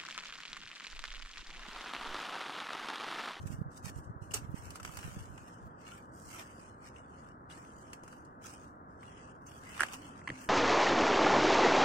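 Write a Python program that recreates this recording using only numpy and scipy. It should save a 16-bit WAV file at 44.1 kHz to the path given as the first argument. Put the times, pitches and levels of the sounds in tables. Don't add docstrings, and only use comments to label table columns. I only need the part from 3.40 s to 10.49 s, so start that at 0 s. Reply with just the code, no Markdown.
import sys
import numpy as np
from scipy import signal
from scipy.fft import rfft, irfft, next_fast_len
from scipy.io import wavfile
from scipy.ndimage import uniform_filter1d

SR = 44100
rng = np.random.default_rng(int(sys.argv[2]) if len(sys.argv) > 2 else 0)


def int16_out(signal):
    q = np.round(np.clip(np.atleast_2d(signal).T, -1, 1) * 32767)
    wavfile.write(sys.argv[1], SR, q.astype(np.int16))


def volts(x):
    e = np.asarray(x, float) / 20
    return 10 ** e


N = 312644


def evened(x):
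    return x / np.sqrt(np.mean(x ** 2) + 1e-20)


def read(points, hz, order=1):
    table = np.transpose(points)
    return np.interp(np.log(hz + 1), np.log(table[0] + 1), table[order])


def curves(rows):
    s, *columns = np.transpose(rows)
    return [np.interp(np.arange(N) / SR, s, c) for c in columns]


def add(mix, s, sound):
    part = mix[..., max(round(s * SR), 0):][..., :sound.shape[-1]]
    part += sound[..., :part.shape[-1]]


def shaped(x, gain):
    size = next_fast_len(N)
    return irfft(rfft(x, size) * gain(np.fft.rfftfreq(size, 1 / SR)), size)[..., :N]


def causal(points):
    log_gain = np.log(volts(read(points, abs(np.fft.fftfreq(2048, 1 / SR)))))
    return np.fft.ifft(np.exp(np.conj(signal.hilbert(log_gain)))).real[:1024]


def drift(span_s, channels):
    size = max(round(span_s * SR), 2)
    z = rng.standard_normal((channels, N))
    return evened(uniform_filter1d(uniform_filter1d(z, size), size))


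def three_bands(x):
    body = shaped(x, lambda hz: 1 / (1 + (hz / 3900) ** 12))
    fizz = shaped(x, lambda hz: 1 - 1 / (1 + (hz / 10300) ** 12))
    return body, x - body - fizz, fizz


def at_ports(x, lag, likeness):
    # hz, gain_db
    port_left = [(400, -6), (1300, 1.5), (1900, 1), (2350, -1.5), (2900, 4), (3400, -6.5), (3900, -9.5),
                 (4700, -6), (6300, -3.5), (7100, -8), (8100, -16.5), (9000, -20), (10300, -22),
                 (12000, -21), (14000, -17), (15700, -17)]
    port_right = [(400, -6), (1300, 6), (1900, -0.5), (2350, -0.5), (2900, -3.5), (3400, -9.5),
                  (3900, -12.5), (4700, -8), (5900, -7), (7200, -4.5), (8100, 0), (8900, -5.5),
                  (10300, -10), (12000, -14.5), (14000, -14.5), (15700, -22)]
    same = np.clip(likeness, 0, 1)
    late = shaped(x[0], lambda hz: np.exp(-2j * np.pi * hz * lag / SR))
    right = same * late + np.sqrt(1 - same ** 2) * x[1]
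    heard_left = signal.oaconvolve(x[0], causal(port_left))[:N]
    heard_right = signal.oaconvolve(right, causal(port_right))[:N]
    return np.array([heard_left, heard_right])


def far_rumble():
    # hz, level_db
    far_spectrum = [(15, -52), (30, -29), (55, -7), (85, 1), (180, -2), (275, -1), (400, -8), (650, -8),
                    (1000, -5), (1300, -6), (1650, -13), (1950, -25), (2300, -42), (3000, -62)]
    # hz, left_minus_right_db
    far_balance = [(60, 0), (130, 0), (290, -1.5), (640, -4.5), (1410, 4.5), (3100, -12), (6820, -4.5),
                   (15000, -7.5)]
    # hz, likeness, left_lead_rad
    far_pair = [(60, .8, 0), (270, .92, 0), (450, .75, .3), (780, .7, 2.6), (1290, .8, 3.6), (2200, .6, 6)]
    frames, hz = N // 256 + 5, np.fft.rfftfreq(1024, 1 / SR)
    a, b, c, d, patches = rng.standard_normal((frames, 513, 5)).T
    patches = evened(uniform_filter1d(uniform_filter1d(patches, 6, 0), 14, 1))
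    same = np.clip(read(far_pair, hz), 0, 1)[:, None]
    lead = read(far_pair, hz, order=2)[:, None]
    left = a + 1j * b
    right = same * left + np.sqrt(1 - same ** 2) * (c + 1j * d)
    z = np.array([left * np.exp(1j * lead), right])
    balance_db = read(far_balance, hz) / 2 * np.array([[1], [-1]])
    z *= volts((read(far_spectrum, hz) + balance_db)[:, :, None] + 0.17 * patches)
    return volts(-52.5) * evened(signal.istft(z, nperseg=1024, noverlap=768)[1][:, :N])


def drone():
    # time_s, level_db
    motor_level = [
        (6.3, -92),
        (6.5, -71),
        (6.55, -57),
        (6.75, -58),
        (6.8, -75),
        (6.92, -65),
        (6.96, -53),
        (7.09, -67),
    ]
    waver = drift(0.0255, channels=2)
    pitch_hz = 264.3 + 14 * waver[0]
    turn = 2 * np.pi * np.cumsum(pitch_hz) / SR
    return np.sqrt(2) * volts(curves(motor_level)[0] + 1.0 * waver[1]) * np.sin(turn)


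def pushes(rows):
    out, t = np.zeros(N), np.arange(-2000, 2000) / SR
    for s, db, hz, width_ms in rows:
        window = np.exp(-2.2 * (t * 1000 / width_ms) ** 2)
        crest = np.exp(-(t * hz * 3) ** 2) * np.cos(6 * np.pi * hz * t)
        lump = volts(db) * window * (np.cos(2 * np.pi * hz * t - .4) + volts(-16.5) * crest)
        unheard = max(round((-t[0] - s) * SR), 0)
        add(out, s + t[0], lump[unheard:])
    return out


def gust_strength():
    # middle_s, half_length_s, left_db, right_db
    gust_rows = [
        (0.0, 0.037, -37, -37),
        (0.136, 0.067, -39.5, -45),
        (0.53, 0.14, -46, -43),
        (1.093, 0.21, -44, -43),
        (1.483, 0.073, -65, -39.5),
        (1.8, .19, -45.5, -43),
        (2.258, 0.037, -50, -40.5),
        (2.752, 0.19, -56, -68),
        (4.506, 0.17, -72, -63),
    ]
    t, power = np.arange(N) / SR, volts(-89) ** 2
    for s, half, left_db, right_db in gust_rows:
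        bell = np.exp(-((t - s) / half) ** 4)
        power = power + volts(np.array([[left_db], [right_db]])) ** 2 * bell
    return np.sqrt(power)


def wind():
    # hz, level_db
    wind_spectrum = [(15, -46), (40, 4.5), (90, 17), (160, 3.5), (260, -4.5), (500, -34)]
    # middle_s, peak_db, pitch_hz, width_ms
    eddies_left = [
        (0.04, -32, 128.6, 7.7),
        (0.269, -38.5, 110.2, 23),
        (0.676, -37, 102.7, 7.4),
        (0.701, -32, 132, 7.7),
        (0.916, -36, 122.0, 6.4),
        (0.988, -38.5, 112.0, 22),
        (1.663, -34.5, 136.0, 7.8),
        (1.767, -34, 145.0, 3),
        (1.812, -39, 117, 9.3),
    ]
    eddies_right = [(0.018, -35, 104, 7.7), (0.048, -38, 120, 5.9), (0.06, -26, 128, 6.2),
                    (0.105, -27, 131, 5.6), (0.121, -33, 190, 4), (0.129, -37, 200, 5),
                    (0.142, -31.5, 113, 12), (0.191, -29.5, 129, 8.1), (0.217, -22.5, 146, 6.4),
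                    (0.265, -33, 137.2, 12), (0.286, -36, 126.5, 7.3), (0.447, -31.5, 122, 5.7),
                    (0.467, -32, 152.5, 8.6), (0.566, -31, 92.3, 7.3), (0.587, -32, 109.6, 8.5),
                    (0.711, -34, 123, 5.4), (0.766, -34.5, 111, 8.7), (0.823, -31, 108, 7.6),
                    (1.022, -38, 113.0, 6.7), (1.049, -35, 136.9, 7.1), (1.096, -28.5, 109, 8.8),
                    (1.144, -22.5, 155, 3.8), (1.452, -41, 131, 2.5), (1.495, -35, 127, 8.3),
                    (1.651, -32, 103.6, 8.2), (1.68, -32.5, 137.0, 2.1), (1.772, -30.5, 139, 6)]
    flow = evened(shaped(rng.standard_normal((2, N)), lambda hz: volts(read(wind_spectrum, hz))))
    lumps_db = 6.0 * drift(0.024, channels=2)
    return gust_strength() * volts(lumps_db - 9.0) * flow + [pushes(eddies_left), pushes(eddies_right)]


def tearing():
    # middle_s, peak_db, pitch_hz, width_ms
    tugs = [
        (.948, -44.5, 413, 12.5),
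        (4.638, -39, 312, 0.95),
        (6.414, -44.5, 355, 10.3),
        (6.899, -40.5, 291, 11),
        (6.905, -32, 213.6, 1.3),
        (6.918, -39, 160, 2.3),
        (6.924, -42, 124, 11.6),
    ]
    return pushes(tugs)


def snapping():
    # start_s, peak_db, pitch_hz, t60_ms
    snaps = [(0.9101, -50, 2844, 34), (0.9375, -39.5, 2830, 16), (0.9402, -29.5, 8220, 20),
             (0.9415, -29.5, 6730, 16), (4.101, -56, 3500, 25), (4.112, -56, 3270, 25),
             (4.124, -55, 3800, 20), (2.519, -53, 2950, 21), (5.062, -51, 6130, 48),
             (1.3556, -39, 1230, 14), (1.399, -38.5, 1310, 24), (1.4493, -42, 1300, 26),
             (1.494, -38.5, 1240, 19), (1.569, -52, 1350, 7.6), (2.467, -56, 2800, 66),
             (2.521, -51, 1384, 180), (3.5634, -48.5, 2730, 10), (4.5315, -42.5, 2760, 5.7),
             (4.678, -36.5, 1430, 7), (4.7296, -38.5, 1450, 8.4), (5.048, -49.5, 1315, 65),
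             (5.6303, -41.5, 2020, 8.1), (6.069, -53.5, 6280, 75)]
    # start_s, peak_db, pitch_hz, t60_ms
    breaks = [(6.3816, -40, 1690, 7.1), (6.3816, -46, 3100, 6), (6.3943, -26, 1280, 11),
              (6.397, -25, 1730, 11), (6.403, -15, 1630, 3.4), (6.4067, -9, 1560, 7.9),
              (6.4097, -25, 1470, 14), (6.414, -32, 1360, 11), (6.42, -13, 1550, 6.7),
              (6.429, -19, 1080, 5.1), (6.4339, -11.5, 1620, 7.6), (6.4115, -25, 2290, 6),
              (6.4435, -37, 1500, 9), (6.451, -31, 1150, 11), (6.463, -46, 2500, 6), (6.4852, -43, 2900, 6),
              (6.8785, -36.5, 3000, 4.6), (6.8905, -36, 2000, 6), (6.9022, -37, 3000, 4.5),
              (6.399, -34, 1000, 8), (6.4085, -24, 2050, 6.9), (6.4345, -28, 2060, 4.7),
              (6.5394, -35, 2850, 4), (6.5165, -45, 2970, 6.7), (6.395, -37, 2830, 8.9),
              (6.421, -40, 2900, 5), (6.4334, -40, 2970, 5.6), (6.407, -32, 2900, 8.2),
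              (6.816, -42.5, 1967, 10), (6.875, -24.5, 1870, 9.1), (6.875, -38.5, 4300, 4.7),
              (6.875, -34.5, 1053, 30), (6.8781, -21, 1980, 8.2), (6.9017, -21.5, 1901, 8.3),
              (6.9028, -44.5, 4260, 8.1)]
    # hz, left_minus_right_db
    ring_balance = [(1050, -2), (1350, 3.5), (1550, -10.5), (2000, -3), (2800, 17.5), (4300, 5.5),
                    (6300, -7.5), (8100, -13.5)]
    rise_cycles = 1.29
    out, ticks, t = np.zeros((2, N)), np.zeros((2, N)), np.arange(3000) / SR
    rows = snaps + breaks
    chance, grit = rng.random((len(rows), 2)), rng.standard_normal((len(rows), 2, 200))
    for (s, db, hz, t60_ms), (phase, skew), z in zip(rows, chance, grit):
        pan_db = read(ring_balance, hz)
        tick_db = -12 + 0.74 * max(db + 22.5, 0)
        rise = 1 - np.exp(-(t * hz / rise_cycles) ** 2)
        swing = rise * volts(db + 2 - 60000 * t / max(t60_ms, 4))
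        turn = 2 * np.pi * (hz * t + phase)
        pair = np.array([np.sin(turn * 1.012 - .4 * skew), np.sin(turn)])
        add(out, s - .0004, volts(np.array([[pan_db / 2], [-pan_db / 2]])) * swing * pair)
        add(ticks, s, volts(db + tick_db - 60 * t[:200] / 0.005) * z)
    heard = at_ports(ticks, lag=3.8, likeness=0.68)
    body, leaf, fizz = three_bands(shaped(heard, lambda hz: 1 / (1 + (hz / 11500) ** 8)))
    out = out + volts(-8.0) * body + volts(-2.0) * leaf + volts(7.0) * fizz
    t = np.arange(4000) / SR
    scatter = rng.standard_normal((2, len(t))) * volts(-60 * t / .05) * (t > .003)
    scatter = scatter / np.linalg.norm(scatter[0])
    return out + volts(-13) * signal.fftconvolve(out, scatter, axes=1)[:, :N]


def cracks(per_s, spread_db, hiss):
    when = rng.random(N) < per_s / SR
    size = volts(spread_db * np.minimum(rng.exponential(1, N), 5)) * when
    puff = np.exp(-np.arange(120) / 69.0)
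    z = rng.standard_normal((4, N))
    return evened(evened(np.convolve(size, puff)[:N] * z[:2]) + hiss * z[2:])


def crackling():
    # start_s, peak_db, stem_body_db (re peak)
    crackles = [(0.911, -40, -8), (0.9415, -31, -13), (1.306, -34.5, -7.5), (1.357, -34.5, -6),
                (1.4, -41, -0.5), (1.4305, -37, -6), (1.4494, -32.5, -1), (1.5706, -30.5, -3.5),
                (2.5774, -57, -2), (4.5323, -34.5, -3), (4.6354, -43, -7.5), (4.679, -43.5, -3),
                (4.729, -53, 3), (4.85, -51, -13.5), (5.631, -49.5, 5.5), (6.3944, -47, 7),
                (6.4131, -35.5, 11), (6.432, -29.5, 5.5), (6.485, -42, 1.5), (6.5161, -60, -11),
                (6.525, -43, -10), (6.5338, -33.5, -10), (6.54, -36.5, -4), (6.8806, -59, 19),
                (6.89, -51, 15)]
    # start_s, peak_db, stem_body_db (re peak)
    flicks = [(0.0248, -49, -26), (0.0706, -36, -20), (0.1171, -57, -6), (0.315, -50, -6),
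              (0.375, -35, -24), (0.445, -46, -12), (0.5766, -47, -11), (0.6424, -49, -4), (0.821, -57, -1),
              (0.917, -34, -5), (0.9374, -23, -11), (0.9402, -22.5, -12), (0.9432, -28, -9),
              (0.9465, -31, -5), (0.9555, -35, -3), (0.962, -37, -2), (0.9715, -44, -6), (1.1533, -49, -8),
              (1.1744, -42, 2), (1.2544, -37, -11), (1.3244, -61, -6), (1.475, -41, 5), (1.589, -36, 3),
              (1.629, -36, 3), (1.641, -37, 2), (1.68, -50, -2), (1.978, -41, 3), (2.4683, -52, -6),
              (2.7511, -53, -17), (2.8265, -57, -6.5), (2.5205, -46, 0), (2.9094, -37, -5),
              (2.943, -45, -6), (2.985, -39, -4), (3.021, -42, 0), (3.1956, -56, 4), (3.5668, -55, -6),
              (3.8873, -49, -6), (4.103, -55, -4), (4.2494, -47, 3), (4.3575, -67, -3), (5.0217, -58, -2),
              (5.0449, -56, -1), (5.0624, -55, 0), (5.1454, -64, -7), (5.5019, -68.5, -14),
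              (5.6935, -60, -6), (5.7794, -52, -6), (5.875, -51, 1), (6.065, -43, -14), (6.2567, -44, -8),
              (6.2913, -35, -8), (6.349, -37, 5), (6.3799, -45, -11), (6.4644, -35, -3), (6.7775, -45, -11),
              (6.8074, -53, -10), (6.8423, -64, -4), (6.8613, -53, 0), (6.9644, -59, -6), (6.9805, -60, -6),
              (7.016, -40, -4)]
    leaf_gain, body_gain, t = np.zeros(N), np.zeros(N), np.arange(9000) / SR
    fall = volts(-60 * t / 0.02) + volts(-15.5 - 60 * t / 0.15)
    rise = 1 - np.exp(-t / 0.00099)
    for s, db, body_db in crackles + [(s, db - 5.5, body_db) for s, db, body_db in flicks]:
        burst = volts(db - 6.5) * fall * rise
        add(leaf_gain, s - .001, burst)
        add(body_gain, s - .001, volts(body_db + 6.0) * burst)
    source = cracks(per_s=6000, spread_db=4.0, hiss=.6)
    _, leaf, fizz = three_bands(at_ports(leaf_gain * source, lag=11.0, likeness=0.18))
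    body = three_bands(at_ports(body_gain * source, lag=8.7, likeness=0.4))[0]
    return volts(10.5) * (leaf + volts(1.5) * fizz) + volts(6.0) * body


def strokes(rows):
    t, power = np.arange(0, N + 64, 32) / SR, volts(-110) ** 2
    for s, hold, db, swell, fade in rows:
        before, after = np.maximum(s - t, 0), np.maximum(t - s - hold, 0)
        rise_db = db - 20 * (before / swell) ** 1.35
        settling = volts(-17.5 - 20 * after / .13) ** 2
        power = power + volts(rise_db) ** 2 * (volts(-20 * after / fade) ** 2 + settling)
    return np.interp(np.arange(N) / SR, t, 10 * np.log10(power))


def flecked(x, patchy_db):
    # hz, share
    fleck_share = [(3500, 1.0), (5500, .75), (10000, .7), (13000, .7)]
    z = signal.stft(x, nperseg=512, noverlap=384)[2]
    patches = rng.standard_normal(z.shape[:0:-1]).T
    patches = uniform_filter1d(patches, size=2, axis=0)
    patches = evened(uniform_filter1d(uniform_filter1d(patches, size=16), size=16))
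    share = read(fleck_share, np.fft.rfftfreq(512, 1 / SR))[:, None]
    return signal.istft(z * volts(patchy_db * share * patches), nperseg=512, noverlap=384)[1][:, :N]


def brushing():
    # full_at_s, hold_s, leaf_level_db, swell_s (per 20 dB),
    # fade_s (per 20 dB)
    hand_strokes = [(.028, .005, -65, .06, .03), (.073, .004, -55.5, .025, .04), (.125, .012, -55, .05, .04),
                    (.32, .04, -65.5, .02, .06), (.374, .004, -56, .025, .03), (.455, .04, -49, .03, .02),
                    (.578, .015, -62.5, .08, .04), (.645, .005, -70.5, .04, .07),
                    (.823, .035, -64, .012, .06), (.912, .008, -61, .012, .012), (.94, .007, -38, .003, .03),
                    (.955, .018, -48, .01, .015), (1.165, .03, -57.5, .03, .12), (1.255, .01, -58, .08, .12),
                    (1.361, .004, -54.5, .03, .035), (1.453, .1, -57.5, .02, .05),
                    (1.58, .1, -55.5, .06, .4), (1.98, .16, -67.5, .2, .2), (2.405, .05, -69, .05, .1),
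                    (2.47, .075, -60, .025, .12), (2.6, .04, -75, .05, .12), (2.726, .02, -69, .008, .1),
                    (2.753, .14, -62, .04, .1), (2.96, .055, -52, .17, .06), (3.063, .216, -66, .05, .14),
                    (3.45, .025, -61, .07, .07), (3.57, .005, -66, .05, .15), (3.73, .1, -72, .12, .1),
                    (3.88, .01, -71, .15, .07), (4.103, .035, -58.5, .012, .25), (4.4, .14, -68, .3, .06),
                    (4.727, .02, -67, .18, .17), (5.022, .02, -61, .012, .05), (5.05, .04, -54.5, .03, .15),
                    (5.16, .085, -67, .05, .1), (5.5, .02, -79, .03, .15), (5.62, .11, -69, .07, .25),
                    (5.79, .1, -68.5, .15, .1), (6.02, .03, -78, .02, .1), (6.068, .05, -62.5, .015, .4),
                    (6.38, .031, -54, .22, .2), (6.537, .005, -53.5, .07, .08), (6.6, .085, -62, .05, .17),
                    (6.789, .005, -66.5, .08, .08), (6.888, .05, -66, .06, .1), (7.01, .04, -57, .15, .1)]
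    # time_s, stem_body_db (re leaf)
    grip = [(0.0, -6.5), (.25, -8), (.44, -9.5), (.48, -2), (.6, -10), (.94, -10), (1.05, 3), (1.2, -4),
            (2.55, -2), (2.68, -10), (2.78, -16), (2.9, -8), (3.0, 1), (3.3, -6), (3.5, -1), (3.75, -2.5),
            (4.0, -5.5), (4.12, -2), (4.9, -1), (5.1, -5.5), (5.3, -4.5), (5.55, -11), (5.64, -2.5),
            (5.8, 3), (6.07, -4), (6.3, 1), (6.47, 0.5), (6.55, -2.5), (6.65, 2.5), (6.9, 1.5),
            (7.09, -6.5)]
    # time_s, extra_fizz_db
    dryness = [(0, 1), (.5, 0.5), (1.5, 2.5), (2.1, 2.5), (2.27, -3), (2.45, 0.5), (2.75, 2), (3.3, 1),
               (3.75, 0.5), (4.2, 1.5), (4.9, 4), (5.1, -1), (5.45, 3.5), (5.85, -8), (6.05, 5.5),
               (6.3, -0.5), (6.7, 0), (6.87, -9), (7.0, 0.5)]
    leaf_db, body_db = strokes(hand_strokes), curves(grip)[0]
    source = flecked(cracks(per_s=900, spread_db=3.0, hiss=1.0), patchy_db=4.5)
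    body, leaf, fizz = (evened(b) for b in three_bands(at_ports(source, lag=9.8, likeness=0.14)))
    dry_db = -10 + 0.1 * (leaf_db + 64.0) + curves(dryness)[0]
    flicker_db = 1.18 * drift(0.014, channels=1)
    mixed = volts(body_db + 3.5) * body + volts(-2.0) * leaf + volts(dry_db) * fizz
    return volts(leaf_db + flicker_db) * mixed


def scene():
    return brushing() + crackling() + snapping() + tearing() + wind() + far_rumble() + drone()


def thinned(x):
    # hz, level_db (per bin)
    drop_below = [(1700, -125), (2200, -101), (2800, -106), (3700, -97), (4400, -98.5), (5300, -106),
                  (7000, -113), (9500, -109), (11000, -103), (13000, -101), (15800, -100)]
    # hz, spread_db
    whim_spread = [(2000, 8.4), (9000, 8.4), (11000, 5.0), (15800, 4.0)]
    edge_hz = 15850
    hz, _, z = signal.stft(x, SR, nperseg=2048, noverlap=1024, window="cosine")
    power = abs(z) ** 2
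    edges = np.arange(0, len(hz), 10)
    band = np.arange(len(hz)) // 10
    band_db = 10 * np.log10(np.add.reduceat(power, edges, axis=1) / 10 + 1e-20)
    treble = power[:, (hz > 2500) & (hz < 12000)].mean(1, keepdims=True)
    treble_db = 10 * np.log10(treble + 1e-20)
    whim = uniform_filter1d(rng.standard_normal(band_db.shape[:0:-1]), size=3, axis=0).T
    masking_db = .6 * np.maximum(treble_db + 97, 0)
    limit_db = read(drop_below, hz[edges])[:, None] + masking_db
    limit_db = np.minimum(limit_db, 1.22 * (treble_db + 96) - 96.5)
    limit_db = limit_db + read(whim_spread, hz[edges])[:, None] * evened(whim)
    kept = 1 / (1 + np.exp(np.clip((limit_db - band_db) / .3, -30, 30)))
    keep = np.maximum(kept[:, band], volts(-32)) * (hz < edge_hz)[:, None]
    return signal.istft(z * keep, SR, nperseg=2048, noverlap=1024, window="cosine")[1][:, :N]


def low_pass(x):
    return signal.sosfilt(signal.butter(12, 16460, fs=SR, output="sos"), x)


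def record(dry):
    hiss = volts(-92) * rng.standard_normal(dry.shape)
    return low_pass(thinned(dry + hiss))


dry = scene()
out = record(dry)
int16_out(out)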